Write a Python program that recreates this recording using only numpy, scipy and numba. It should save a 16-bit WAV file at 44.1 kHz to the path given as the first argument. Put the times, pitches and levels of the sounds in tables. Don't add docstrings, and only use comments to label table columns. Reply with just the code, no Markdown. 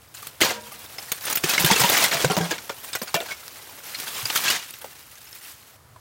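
import sys
import numpy as np
from scipy import signal
from scipy.fft import rfft, irfft
from scipy.io import wavfile
from scipy.ndimage import uniform_filter1d
from numba import njit

SR = 44100
rng = np.random.default_rng(int(sys.argv[2]) if len(sys.argv) > 2 else 0)


def file_out(sig):
    cols = np.atleast_2d(sig).T
    lim = np.clip(cols, -1, 1)
    pcm = np.round(lim * 32767).astype(np.int16)
    wavfile.write(sys.argv[1], SR, pcm)


N = 264908

# pitch_hz, density_db (per Hz)
AIR_SPECTRUM = [(90, -20), (150, -1), (1300, 0), (2500, -9), (16000, -13)]
# time_s, level_db
RUMBLE_LEVEL = [(0, -59), (1.05, -60), (1.3, -59), (5.719, -64.5), (5.8, -57)]
# time_s, level_db, body_db (low chips beside the level)
RUSTLE_FLOW = [(.14, -40, -6), (.3, -46.5, 9), (.39, -52.5, 9), (.65, -44, 6), (1.0, -42.5, 9),
               (1.2, -37, 0), (1.42, -41, 10), (2.63, -43.5, 10), (3.1, -44.5, -3), (3.78, -44.5, 9.5),
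               (4.66, -42.5, -52), (4.86, -47, 6), (5.199, -48.5, -26), (5.76, -52.5, 3)]
# start_s, length_s, first_level_db, last_level_db, body_db, treble_db
SACK_SURGES = [(0.417, 0.076, -23.5, -23, 8.5, -11), (1.27, 0.046, -26, -28.5, 6, -4),
               (1.438, 0.097, -28, -21, 2.5, -2), (1.591, 0.098, -24, -21.5, 6.5, -8),
               (1.736, 0.31, -23, -17.5, 5, -2.5), (2.118, 0.12, -28.5, -24.5, 10, -3),
               (2.224, 0.32, -35.5, -33.5, 11.5, -4.5), (2.839, 0.15, -37.5, -59, 8, 8),
               (3.261, 0.062, -34.5, -38, 5, -3.5), (3.837, 0.61, -39.5, -27, 2, 2.5),
               (4.456, 0.11, -19, -25, -1, -7), (5.318, 0.19, -53, -43.5, -19, 6)]
# pitch_hz, level_db
CHIP_COLOUR = [(250, -12), (1300, 0.5), (2800, 1.5), (6000, 1), (10500, -2), (15500, 1.5)]
# pitch_hz, level_db, t60_s (time to fall 60 dB)
BUCKET_MODES = [
    [(217, -17.5, 1.1), (471.5, -5, 0.62), (528, -3.5, 0.5), (607, -8, 0.57), (960, -11, 0.75),
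     (1400, -16, 0.4), (1599, -13.5, 0.59)],
    [(603, -3, 0.46), (676, 8, 0.3), (1480, -4, 0.38), (2350, 2, 0.29), (2751, -4, 0.36)],
    [(170, -2, 0.27), (417, -2.5, 0.066), (760, -4, 0.16)],
]
# start_s, blow_db, hardness_db (per octave above 600 Hz)
BUCKET_BLOWS = [
    [(.415, -39, 2), (.49, -30, -0.5)],
    [(2.125, -35.5, 0), (3.145, -32.5, -0.5)],
    [(2.245, -36, -6), (2.30, -19.5, 5), (2.405, -25.5, -2.5)],
]
# start_s, level_db, pitch_hz
HEAVY_LANDINGS = [(0.415, -31, 114), (0.416, -12.5, 340), (1.439, -22.5, 158), (1.441, -15, 372),
                  (1.605, -24, 173), (1.64, -16, 360), (1.643, -14.5, 151), (1.711, -12.5, 196),
                  (1.806, -21, 133), (1.839, -18, 188), (2.149, -29, 142), (2.242, -14.5, 380),
                  (2.245, -14, 140), (2.303, -20, 179), (2.374, -16, 178), (1.711, -16.5, 366),
                  (1.761, -21, 420), (2.043, -35, 175), (3.018, -31.5, 212), (3.143, -25.5, 171),
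                  (4.23, -32.5, 117)]
# start_s, level_db, body_db, treble_db, clink_hz, clink_db (beside the level), crumble_s
LUMP_KNOCKS = [(0.228, -43, -20, 3, 1150, 10, 0.038), (0.2695, -37, -21, 10, 1360, 0, 0.029),
               (0.4056, -30, 7, 5, 2970, -4, 0.037), (0.4122, -10.5, 2.5, -9.5, 3170, -9.5, 0.13),
               (0.4474, -22, 8, 0, 936, -2, 0.12), (0.4904, -30, 4, 2, 2080, 1, 0.17),
               (0.718, -42, 8, 8.5, 1223, 3, 0.12), (0.983, -34.5, 9, -23, 5150, 9, 0.056),
               (1.118, -24.5, 4.5, 6, 6560, 8.5, 0.041), (1.253, -33, -6, 8, 9130, 11, 0.057),
               (1.2995, -33, -6, 13.5, 1280, 6, 0.084), (1.3267, -25.5, -23, 1, 9830, 4, 0.028),
               (1.3546, -29.5, -6, 3, 14650, 19, 0.053), (1.372, -23.5, -51, 3.5, 2350, -1, 0.053),
               (1.438, -21.5, -33, -4, 1770, -3.5, 0.072), (1.4933, -21, -27, 0.5, 2570, 0, 0.11),
               (1.536, -21.5, -32, -34, 3960, 0.5, 0.13), (1.5795, -20.5, -25, -21, 2160, 12, 0.033),
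               (1.597, -22, -6, 5, 2620, -1.5, 0.17), (1.6467, -20, -3, 2.5, 3550, 9.5, 0.045),
               (1.6607, -19.5, -22, 4.5, 1613, 1, 0.12), (1.702, -25.5, 4, -20, 890, 13, 0.058),
               (1.711, -14, 8.5, -6.5, 2135, -4, 0.13), (1.727, -29, -25, -26, 3370, 18, 0.052),
               (1.758, -27, 0, -8, 2660, 7, 0.098), (1.7961, -17, 8.5, 0.5, 2720, -5, 0.14),
               (1.8355, -17.5, 8, -7, 958, 3, 0.16), (1.897, -24.5, 13, 8.5, 2470, -8, 0.046),
               (1.9687, -19.5, -7, -4, 2980, -4, 0.11), (2.0206, -28.5, 8, -14, 998, 10.5, 0.09),
               (2.04, -18.5, -6, -1, 1937, 0, 0.085), (2.113, -20, -38, -6, 2500, -10, 0.21),
               (2.2457, -22.5, 21, -2, 1540, 10, 0.034), (2.3002, -23, 14.5, -6, 1380, 1, 0.25),
               (2.3671, -25, 21.5, -1.5, 970, 2, 0.11), (2.41, -30, 19, -20, 1596, 2, 0.18),
               (2.5091, -22.5, 13.5, -12, 1640, 1, 0.12), (2.581, -36, -20, -12, 2290, 9, 0.055),
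               (2.6939, -31.5, 15.5, -30, 1425, 0, 0.094), (2.931, -28.5, -6, -8, 3740, -9, 0.13),
               (2.9515, -26, 6, 1, 1447, 7, 0.074), (3.0164, -32, 12.5, 2.5, 1640, -13, 0.15),
               (3.074, -33, -1, -7, 1450, -4.5, 0.16), (3.1422, -21.5, 14, 1.5, 2760, -8, 0.12),
               (3.203, -31, 16.5, -4, 1415, -4, 0.13), (3.288, -43.5, -8, -21, 1550, 13, 0.15),
               (3.309, -34.5, -8, -12, 2200, 7, 0.13), (3.4805, -50.5, -31, 8, 4600, 30.5, 0.005),
               (3.9455, -32.5, -34, -11, 4220, 4, 0.092), (4, -36.5, 5, 7, 9460, 12, 0.026),
               (4.2551, -30, -22, -5, 4860, 12, 0.029), (4.301, -26, 4, -16, 3120, 6, 0.03),
               (4.357, -19, -15, 1.5, 3240, -3, 0.088), (4.375, -25, -30, -8, 4070, 5, 0.041),
               (4.4545, -23.5, -26, -16, 1633, 4.5, 0.2), (4.48, -29, -22, -13, 2640, 15, 0.052),
               (4.501, -20, -35, 2, 2920, 2, 0.069), (4.7072, -45, -32, 10.5, 9800, 16, 0.011),
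               (4.739, -41.5, -26, -17, 3740, 1, 0.033), (4.814, -42.5, 9, 7, 940, -16, 0.096),
               (4.844, -46, 24.5, 4, 625, -17, 0.066), (5.3282, -45.5, -20, 0, 5430, 7, 0.047),
               (5.961, -59.5, 22, -19, 990, 21, 0.047)]

AIR_DB = -56
BODY_FULL_HZ, BODY_NONE_HZ = 550, 1300
TREBLE_NONE_HZ, TREBLE_FULL_HZ = 6500, 11000
RUSTLE_TREBLE_DB = 4
NEAR_START_S, NEAR_END_S = 0.141, 5.765
BEFORE_DB, AFTER_DB = -16, -42
RISE_DB_PER_S, FALL_DB_PER_S = 1499, 232
THUD_CYCLES = 11
THUD_BUILD = 0.35
SHAKE = 0.995
TOP_HZ = 15950


def undb(db):
    return 10 ** (np.asarray(db) / 20)


@njit
def add(out, at, hz, t60, size):
    for k in range(len(at)):
        step = np.exp(2j * np.pi * hz[k] / SR - np.log(1000) / (t60[k] * SR))
        swing = size[k]
        for i in range(at[k], min(len(out), at[k] + int(t60[k] * SR * 5 / 6))):
            out[i] += swing.imag
            swing *= step


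def coloured(points):
    hz, db = np.transpose(points)
    f = np.maximum(np.arange(N // 2 + 1) * SR / N, 1)
    gain = undb(np.interp(np.log(f), np.log(hz), db))
    noise = irfft(rfft(rng.standard_normal(N)) * gain, N)
    return noise / np.std(noise)


def air():
    s, db = np.transpose(RUMBLE_LEVEL)
    rumble_level = undb(np.interp(np.arange(N) / SR, s, db))
    rumble = rumble_level * coloured([(35, -37), (60, -7), (95, -4.0), (140, -5.5), (300, -65)])
    return undb(AIR_DB) * coloured(AIR_SPECTRUM) + rumble


def flow_at(s):
    t, db, body_db = np.transpose(RUSTLE_FLOW)
    far_db = (s < NEAR_START_S) * BEFORE_DB + (s > NEAR_END_S) * AFTER_DB
    power = undb(2 * (np.interp(s, t, db) + far_db))
    body = power * np.interp(s, t, body_db)
    treble = power * RUSTLE_TREBLE_DB
    for start, length, first_db, last_db, body_db, treble_db in SACK_SURGES:
        db = np.interp(s, [start, start + length], [first_db, last_db])
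        db = db - RISE_DB_PER_S * np.maximum(start - s, 0)
        db = db - FALL_DB_PER_S * np.maximum(s - start - length, 0)
        surge = undb(2 * db)
        power = power + surge
        body = body + surge * body_db
        treble = treble + surge * treble_db
    return 10 * np.log10(power), body / power, treble / power


def grains(s, level_db, body_db, treble_db, ring_s, scatter_db, out):
    u = rng.random(len(s))
    luck, ring = rng.exponential(size=len(s)), rng.exponential(size=len(s))
    hz = 230 * (15900 / 230) ** (u ** .55)
    colour_hz, colour_db = np.transpose(CHIP_COLOUR)
    mid = level_db + np.interp(np.log(hz), np.log(colour_hz), colour_db)
    low = np.clip(np.log(BODY_NONE_HZ / hz) / np.log(BODY_NONE_HZ / BODY_FULL_HZ), 0, 1)
    high = np.clip(np.log(hz / TREBLE_NONE_HZ) / np.log(TREBLE_FULL_HZ / TREBLE_NONE_HZ), 0, 1)
    db = mid + low * body_db + high * treble_db + scatter_db * np.minimum(luck - 1, 4)
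    t60 = ring_s * (0.073 + ring) * (1000 / hz) ** 0.11
    size = 1j * undb(db) * np.sqrt(ring_s / t60)
    add(out, (s * SR).astype(np.int64), hz, t60, size)


def buckets():
    out = np.zeros(N)
    for modes, blows in zip(BUCKET_MODES, BUCKET_BLOWS):
        hz, db, t60 = np.transpose(modes)
        for s, blow_db, hard_db in blows:
            place_db = 1.0 * rng.standard_normal(len(hz))
            size = undb(blow_db + db + place_db + hard_db * np.log2(hz / 600)) + 0j
            add(out, np.full(len(hz), int(s * SR)), hz, t60, size)
            late = s + 0.02 * rng.random(len(hz))
            split_hz = hz * (1 + 0.016 * rng.standard_normal(len(hz)))
            add(out, (late * SR).astype(np.int64), split_hz, t60, size * undb(-9.0))
    loose = uniform_filter1d(np.repeat(rng.standard_normal(N // 600 + 1), 600), 600)[:N]
    return out * undb(3.4 * loose)


def thuds():
    out = np.zeros(N)
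    s, level_db, hz = np.transpose(HEAVY_LANDINGS)
    at = (s * SR).astype(np.int64)
    size = 2 * undb(level_db) + 0j
    add(out, at, hz, THUD_CYCLES / hz, size)
    add(out, at, hz, THUD_BUILD * THUD_CYCLES / hz, -size)
    push = np.abs(out) * out + out ** 2
    return out + signal.lfilter([.0025], [1, -SHAKE], push)


def stream(count=420, size=24):
    out = np.zeros(N)
    s = rng.random(90000) * (N - 1) / SR
    level_db, body_db, treble_db = flow_at(s)
    slips = uniform_filter1d(np.repeat(rng.standard_normal(N // 700 + 1), 700), 400)
    grit_db = level_db - 10 + 1.97 * slips[(s * SR).astype(int)]
    grains(s, grit_db, body_db, treble_db, ring_s=0.0075, scatter_db=2.0, out=out)
    lump_s = np.repeat(rng.random(count) * (N - 1) / SR, size)
    s = lump_s + 0.0087 * rng.random(count * size) ** 2
    blow_db = np.repeat(2.03 * np.minimum(rng.exponential(size=count), 1.8), size)
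    level_db, body_db, treble_db = flow_at(s)
    grains(s, level_db - 18.5 + blow_db, body_db, treble_db, ring_s=0.046, scatter_db=4.5, out=out)
    return out


def knocks(count=200, size=40):
    out = np.zeros(N)
    s, level_db, body_db, treble_db, hz, clink_db, crumble_s = np.transpose(LUMP_KNOCKS)

    def spread(column):
        return np.repeat(column, count)

    late = rng.random((len(s), count)) ** 1.3 * .5
    at = spread(s) + (late * np.clip(crumble_s, .005, .6)[:, None]).ravel()
    chip_db = spread(level_db - 7.0) - 90 * late.ravel() ** 1.476
    ring_s = spread(0.018 + 0.055 * crumble_s)
    grains(at, chip_db, spread(body_db), spread(treble_db), ring_s, scatter_db=3.0, out=out)
    snap = np.repeat([s, level_db - 45 * crumble_s, treble_db], size, axis=1)
    snap_s = snap[0] + .001 * rng.random(snap.shape[1])
    grains(snap_s, snap[1] - 7.5, -34.0, snap[2], ring_s=0.0069, scatter_db=0.5, out=out)
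    clink_t60 = np.minimum(3.6 / np.sqrt(hz), 0.68 * crumble_s)
    clink_size = undb(level_db + clink_db - 3.5)
    for bounce in range(3):
        at = s + bounce * .035 * crumble_s * (.5 + rng.random(len(s)))
        add(out, (at * SR).astype(np.int64), hz, clink_t60, clink_size * 1j ** bounce)
    return out


def scene():
    near = stream() + knocks() + buckets()
    near = signal.sosfilt(signal.butter(4, 100, "high", fs=SR, output="sos"), near)
    return (near + thuds() + air())[None]


def record(dry):
    x = 0.69 * np.tanh(dry / 0.62)
    return signal.sosfilt(signal.ellip(12, .2, 80, TOP_HZ, fs=SR, output="sos"), x)


dry = scene()
out = record(dry)
file_out(out)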